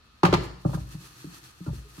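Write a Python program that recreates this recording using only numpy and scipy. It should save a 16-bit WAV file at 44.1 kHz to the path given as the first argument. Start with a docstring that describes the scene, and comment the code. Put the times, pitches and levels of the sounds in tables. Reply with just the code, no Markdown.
"""Over the steady rumble and hiss of a kitchen, shaped noise, a spoon scrape is faintly heard: flickering grains.
From 0.23 s a metal pot is set down on a glass hob, bounces and rocks: each blow sums decaying modes of cabinet,
hob, pot belly and pot ring with a noise crack, and a small room answers with banded decaying noise.
From about 0.6 s it bumps again as the wooden spoon works stiff food, its scrape swelling and sinking.
Near 1.85 s the dragged pot adds a faint hum, one short sine."""
import sys
import numpy as np
from scipy import signal
from scipy.fft import rfft, irfft
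from scipy.io import wavfile
from scipy.ndimage import uniform_filter1d

SR = 44100
rng = np.random.default_rng(int(sys.argv[2]) if len(sys.argv) > 2 else 0)


def store_wav(level_fs):
    """Save 16-bit WAV to argv[1]."""
    pcm = np.round(np.clip(np.atleast_2d(level_fs), -1, 1) * 32767)
    wavfile.write(sys.argv[1], SR, pcm.T.astype(np.int16))


N = 88200
ALIKE_HZ = 386  # crossover: the channels are mostly alike below it, mostly unrelated above
RIGHT_LATE_S, LEFT_DB = 0.000297, 0.73  # lag of the right channel; excess level of the left


def undb(db):
    """Level definition: an amplitude ratio is 10 to the power level/20."""
    return 10 ** (np.asarray(db) / 20)


def unit(x):
    """Normalisation to a root-mean-square value of 1."""
    return x / np.sqrt(np.mean(x ** 2))


def shape(x, gain):
    """Linear filtering: the spectrum is multiplied by a gain that is a function of frequency."""
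    hz = np.maximum(np.fft.rfftfreq(x.shape[-1], 1 / SR), 1)
    return irfft(rfft(x) * gain(hz), x.shape[-1])


def read(table, hz, col=1):
    """Interpolation of a table column on a logarithmic frequency axis."""
    table = np.array(table)
    return np.interp(np.log(hz), np.log(table[:, 0]), table[:, col])


def highpass(hz, corner_hz):
    """Second-order roll-off: the gain is one half at the corner."""
    return hz ** 2 / (hz ** 2 + corner_hz ** 2)


# Resonances shared by hiss, scrape and (at half the lift) crack: [f/Hz, width/Hz, lift/dB]
RESONANCES = [(1255, 76, 7.5), (1770, 210, 5.5), (2596, 220, 6.5), (4334, 310, 7), (6000, 1200, 3),
              (11850, 720, 3.5)]


def resonance_gain(hz):
    """Resonance: bell-shaped lifts in level, added in decibels."""
    lift_db = sum(db / (1 + (2 * (hz - f) / width) ** 2) for f, width, db in RESONANCES)
    return undb(lift_db)


def pair(x):
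    """Interchannel coherence: three noises become two channels with shared bass and unrelated treble."""
    alike = lambda hz: 1 / (1 + (hz / ALIKE_HZ) ** 2)
    shared = shape(x[2], lambda hz: np.sqrt(alike(hz)))
    separate = shape(x[:2], lambda hz: np.sqrt(1 - alike(hz)))
    return shared + separate


def walk(rate):
    """Low-pass random process: noise averaged twice over 1/rate seconds wanders slowly, with spread 1."""
    k = int(SR / rate)
    once = uniform_filter1d(rng.standard_normal(N), k)
    return unit(uniform_filter1d(once, k))


# Spectrum of the kitchen noise before the shared resonances: [f/Hz, spectral level/dB per Hz]
HISS_SPECTRUM = [(15, -36), (25, -21), (55, -2), (463, -25), (734, -25.5), (863, -25), (1290, -19),
                 (1840, -29), (3920, -25), (4370, -28), (16000, -62)]
HISS_DB = -58


def hiss():
    """Stationary noise: the steady low rumble and hiss of the kitchen."""
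    noise = pair(rng.standard_normal((3, N)))
    colour = lambda hz: undb(read(HISS_SPECTRUM, hz)) * resonance_gain(hz)
    return undb(HISS_DB) * unit(shape(noise, colour))


# Level contour of the scrape before flicker: [t/s, level/dB]
SCRAPE_LEVEL = [(0, -68.5), (0.398, -68.5), (.44, -55), (.55, -88), (0.621, -60.5), (.69, -54),
                (0.721, -49.5), (0.747, -38.5), (0.777, -53.5), (.86, -56), (0.929, -53.5), (1.018, -50.5),
                (1.12, -52.5), (1.231, -53.5), (1.33, -52.5), (1.45, -52.5), (1.52, -61.5), (1.649, -55),
                (1.792, -55.5), (1.93, -58), (1.99, -53.5)]
# Colour of the rubbed pot before resonances and high-pass: [f/Hz, spectral level/dB per Hz]
RUB_SPECTRUM = [(290, -18), (500, -1), (621, -27), (678, -8.5), (1250, -7), (2330, -14.5), (2690, -12.5),
                (3290, -11.5), (11600, -16), (16000, -28)]
GRAIN_DB, FLICKER_DB = 4, 2.84  # scale of the uneven grain sizes; spread of the flicker
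CHURN_DB, CHURN_HZ = -6.5, (127, 324)  # level relative to the rub; centres for hob and pot belly


def scrape():
    """Friction noise: dense tiny grains of uneven size; stirring also shakes hob and belly in a low churn."""
    size_db = GRAIN_DB * np.minimum(rng.exponential(size=N), 4)
    grains = rng.standard_normal((2, N)) * undb(size_db)
    colour = lambda hz: undb(read(RUB_SPECTRUM, hz)) * resonance_gain(hz) * highpass(hz, 600)
    rub = unit(shape(grains, colour))
    bands = lambda hz: sum(100 / f / (1 + (4.9 * np.log2(hz / f)) ** 2) for f in CHURN_HZ)
    churn = unit(shape(pair(rng.standard_normal((3, N))), bands))
    s, db = np.array(SCRAPE_LEVEL).T
    level_db = np.interp(np.arange(N) / SR, s, db) + FLICKER_DB * walk(34)
    return (rub + undb(CHURN_DB) * churn) * undb(level_db)


SCATTER_DB, SCATTER_PITCH = 1.8, .008  # blow-to-blow spread at 1 kHz (pitch as a fraction); less for low modes


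def ring(modes, rise_cycles, t, lift_db):
    """Modal superposition: damped sines swell, then die; high ones vary more and lie out of step between channels."""
    hz, db, t60 = np.array(modes).T[:, :, None]
    chance = rng.standard_normal((3, len(modes), 1)) * np.sqrt(hz / 1000)
    db = db + lift_db(hz) + SCATTER_DB * chance[1]
    hz = hz * (1 + SCATTER_PITCH * chance[0])
    t = np.maximum(t, 0)
    swell = (1 - np.exp(-t * hz / rise_cycles)) ** 2
    envelope = undb(db - 60 * t / t60) * swell
    lag = 2 * np.pi * hz * RIGHT_LATE_S + chance[2] * np.clip(hz / ALIKE_HZ - .3, 0, 2)
    return np.array([(envelope * np.sin(2 * np.pi * hz * t - side * lag)).sum(0) for side in (0, 1)])


# Contact noise before tilt, resonances and high-pass: [f/Hz, spectral level/dB per Hz]
CRACK_SPECTRUM = [(290, -12), (500, -1), (831, -3), (988, 2.5), (1210, -6), (2130, -10), (3920, -14.5),
                  (16000, -41)]
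CRACK_S, RATTLE_S, RATTLE_DB = 0.0068, 0.02, -3  # decay time constants; rattle level relative to the crack
CRACK_TILT_SHARE = 0.18  # a blow that rings bright also cracks bright
CRACK_SHARED = 0.21  # share of the crack's power common to both channels
CLUMP_DB, CLUMP = 2.5, 88  # spread in size of the tiny contacts; their length in samples
CRACK_RISE_S, SOFT_DB, SOFT_RISE_S_PER_DB = 0.0022, -23, -0.2


def crack(t, tilt_db, crack_db):
    """Impact noise: clumped contacts with two exponential decays, the crack and a short rattle."""
    sizes = undb(CLUMP_DB * rng.standard_normal(len(t) // CLUMP + 1))
    clumps = uniform_filter1d(np.repeat(sizes, CLUMP), CLUMP // 2)[:len(t)]
    left, right, both = rng.standard_normal((3, len(t)))
    late = np.roll(both, round(RIGHT_LATE_S * SR))
    noise = np.sqrt(1 - CRACK_SHARED) * np.array([left, right]) + np.sqrt(CRACK_SHARED) * np.array([both, late])

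    def colour(hz):
        db = read(CRACK_SPECTRUM, hz) + CRACK_TILT_SHARE * tilt_db * np.log2(hz / 1000)
        return undb(db) * np.sqrt(resonance_gain(hz)) * highpass(hz, 450)

    # below SOFT_DB the rise is negative: an inverted ramp without ceiling, shallower for softer blows
    rise = CRACK_RISE_S + SOFT_RISE_S_PER_DB * max(SOFT_DB - crack_db, 0)
    onset = np.minimum(t / rise, 1)
    decay = np.exp(-t / CRACK_S) + undb(RATTLE_DB) * np.exp(-t / RATTLE_S)
    return undb(crack_db) * unit(shape(noise, colour)) * unit(clumps) * decay * onset


# Modes of the four struck bodies, levels before each blow's own: [f/Hz, level/dB, t60/s]
CABINET_MODES = [(56.74, -5.5, 0.61), (74.6, -1.5, 0.17)]
HOB_MODES = [(102.9, 0.082, 0.36), (128.6, 0.17, 0.3), (154.2, 0.63, 0.14), (173.8, 0.11, 0.19)]
BELLY_MODES = [(291.4, 1, 0.092), (309.6, 1.72, 0.11), (350, 2.1, 0.074), (368, 0.67, 0.043)]
RING_MODES = [(549, -3.5, 0.075), (591.8, -4.5, 0.072), (773, 0, 0.065), (838, -1.5, 0.073),
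              (970, 2, 0.054), (1096, -4, 0.13), (1206, -2.5, 0.13), (1277, 5.5, 0.035), (1368, 0, 0.07),
              (1435, -4.5, 0.047), (1605, -4.5, 0.042), (890.5, -3.5, 0.11)]
# Contacts of the pot; ring level is at 1 kHz, crack level is before the onset ramp:
# [t/s, cabinet boom level/dB, hob thud level/dB, favoured hob f/Hz, belly level/dB, favoured belly f/Hz,
#  ring level/dB, ring tilt/dB per octave, crack level/dB]
POT_BLOWS = [(0.232, -60.5, -10, 174.3, -10, 355, -16.5, -2.5, -22.5),
             (.250, -23, -13.5, 146.3, -18.5, 355, -16.5, -1.5, -19),
             (.281, -33, -19, 110, -21.5, 340, -37.5, -16, -31),
             (.326, -19.5, -11.5, 149, -12, 355.5, -23, -9, -22),
             (0.337, -28.5, -10.5, 148.5, -21, 383, -26.5, -2.5, -20.5),
             (0.383, -34.5, -26, 119, -29, 390, -57, -2, -49),
             (.431, -36.5, -29, 114.7, -34.5, 355, -49.5, 4, -42),
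             (.649, -25, -8, 146.5, -19.5, 306.5, -32.5, -18, -30),
             (.692, -51, -26, 153, -40, 307, -43, -15, -35), (.730, -57, -28, 150, -47, 315, -37, -10, -33),
             (.742, -24.5, -16.5, 149.6, -29, 330, -41, 11, -36),
             (0.771, -30.5, -26, 112.4, -44, 302, -44.5, -16, -50),
             (.942, -62, -26, 150.8, -46, 308, -59, -11, -44.5),
             (1.24, -55, -32.5, 153, -34, 300, -62, 12, -77),
             (1.261, -49, -31.5, 178, -45, 312, -79, 9, -66),
             (1.602, -46, -29.5, 175.8, -41.5, 307, -65, -9, -81),
             (1.662, -21, -41, 135, -32, 306, -45, -6.5, -45),
             (1.672, -39, -15, 142.4, -43, 314, -50, -8, -44.5),
             (1.686, -35, -24.5, 164, -39, 304, -47, -15, -33),
             (1.729, -28.5, -38.5, 108, -38, 372, -60, -13, -52),
             (1.978, -18, -33, 170, -41.5, 300, -55.5, -3, -58)]
# time constants of the swell: heavy parts take time to start swinging
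CABINET_RISE_CYCLES, RISE_CYCLES, RING_RISE_CYCLES = .9, 0.43, 1.4
CABINET_LATE_S, HOB_LATE_S = 0.0203, 0.0067  # the blow travels down through hob and cabinet
BELLY_LATE_S = 0.0032  # the belly swings in just after the contact
FAVOUR_DB = 56.5  # loss per octave away from the mode that the landing spot favours


def blows():
    """Impact excitation: every blow rings all four bodies and adds a crack; returns rings and cracks."""
    out = np.zeros((2, 2, 2 * N))
    t = np.arange(SR // 2) / SR
    fade = np.minimum(10 * (t[-1] - t), 1)  # over the last 0.1 s
    near = lambda db, at: lambda hz: db - FAVOUR_DB * abs(np.log2(hz / at))
    for s, boom_db, thud_db, thud_hz, belly_db, belly_hz, ring_db, tilt_db, crack_db in POT_BLOWS:
        cabinet = ring(CABINET_MODES, CABINET_RISE_CYCLES, t - CABINET_LATE_S, lambda hz: boom_db)
        hob = ring(HOB_MODES, RISE_CYCLES, t - HOB_LATE_S, near(thud_db, thud_hz))
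        belly = ring(BELLY_MODES, RISE_CYCLES, t - BELLY_LATE_S, near(belly_db, belly_hz))
        tilted = lambda hz: ring_db + tilt_db * np.log2(hz / 1000)
        pot = ring(RING_MODES, RING_RISE_CYCLES, t, tilted)
        tone = cabinet + hob + belly + pot
        i = int(s * SR)
        out[..., i:i + len(t)] += np.array([tone, crack(t, tilt_db, crack_db)]) * fade
    return out[..., :N]


# Reverberation by frequency, level before build-up: [f/Hz, t60/s, level/dB]
ROOM_DECAY = [(60, 0.71, -20), (143, 0.8, -6.5), (328, 0.41, 1), (840, 0.61, -8), (4100, 0.56, -6),
              (12000, 0.94, -9.5)]
ROOM_BUILD_S = 0.024  # time constant with which the echo builds up


def room(x):
    """Reverberation: the left channel is convolved with half-octave bands of decaying noise, as walls and tiles echo."""
    t, tail = np.arange(SR) / SR, 0
    noise = pair(rng.standard_normal((3, SR)))
    for f in 45 * 2 ** np.arange(0, 8.6, .5):
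        band = shape(noise, lambda hz: np.cos(np.pi * np.clip(np.log2(hz / f), -.5, .5)) ** 2)
        t60 = read(ROOM_DECAY, f)
        decay = undb(read(ROOM_DECAY, f, col=2) - 60 * t / t60)
        # the divisor keeps long decays from carrying more energy
        tail = tail + band * decay / np.sqrt(t60 * SR / (2 * np.log(1000)))
    tail = tail * (1 - np.exp(-t / ROOM_BUILD_S))
    return signal.fftconvolve(x[:1], tail, axes=1)[:, :N]


# Faint hum of the pot as the spoon drags: [t/s, length/s, f/Hz, level/dB]
POT_MOANS = [(1.845, 0.038, 415, -52)]


def moans():
    """Amplitude modulation: a soft sine swells and fades under half a sine period."""
    t = np.arange(N) / SR
    total = 0
    for s, length, hz, db in POT_MOANS:
        swell = np.sin(np.pi * np.clip((t - s) / length, 0, 1))
        total = total + undb(db) * swell * np.sin(2 * np.pi * hz * t)
    return total


TONE_WET_DB = -6  # the ringing bodies reach the room weaker than the cracks


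def scene():
    """Superposition: kitchen noise, scrape, pot blows, their echo and the hum add linearly."""
    background = hiss() + scrape()
    tone, cracks = blows()
    tone = tone + moans()
    echo = room(undb(TONE_WET_DB) * tone + cracks)
    heard = background + tone + cracks + echo
    return heard * undb([[LEFT_DB / 2], [-LEFT_DB / 2]])


TOP_HZ = 16000


def record(dry):
    """Band limitation: a steep elliptic low-pass removes everything above 16 kHz."""
    lowpass = signal.ellip(10, .2, 70, TOP_HZ, fs=SR, output="sos")
    return signal.sosfilt(lowpass, dry)


dry = scene()
out = record(dry)
store_wav(out)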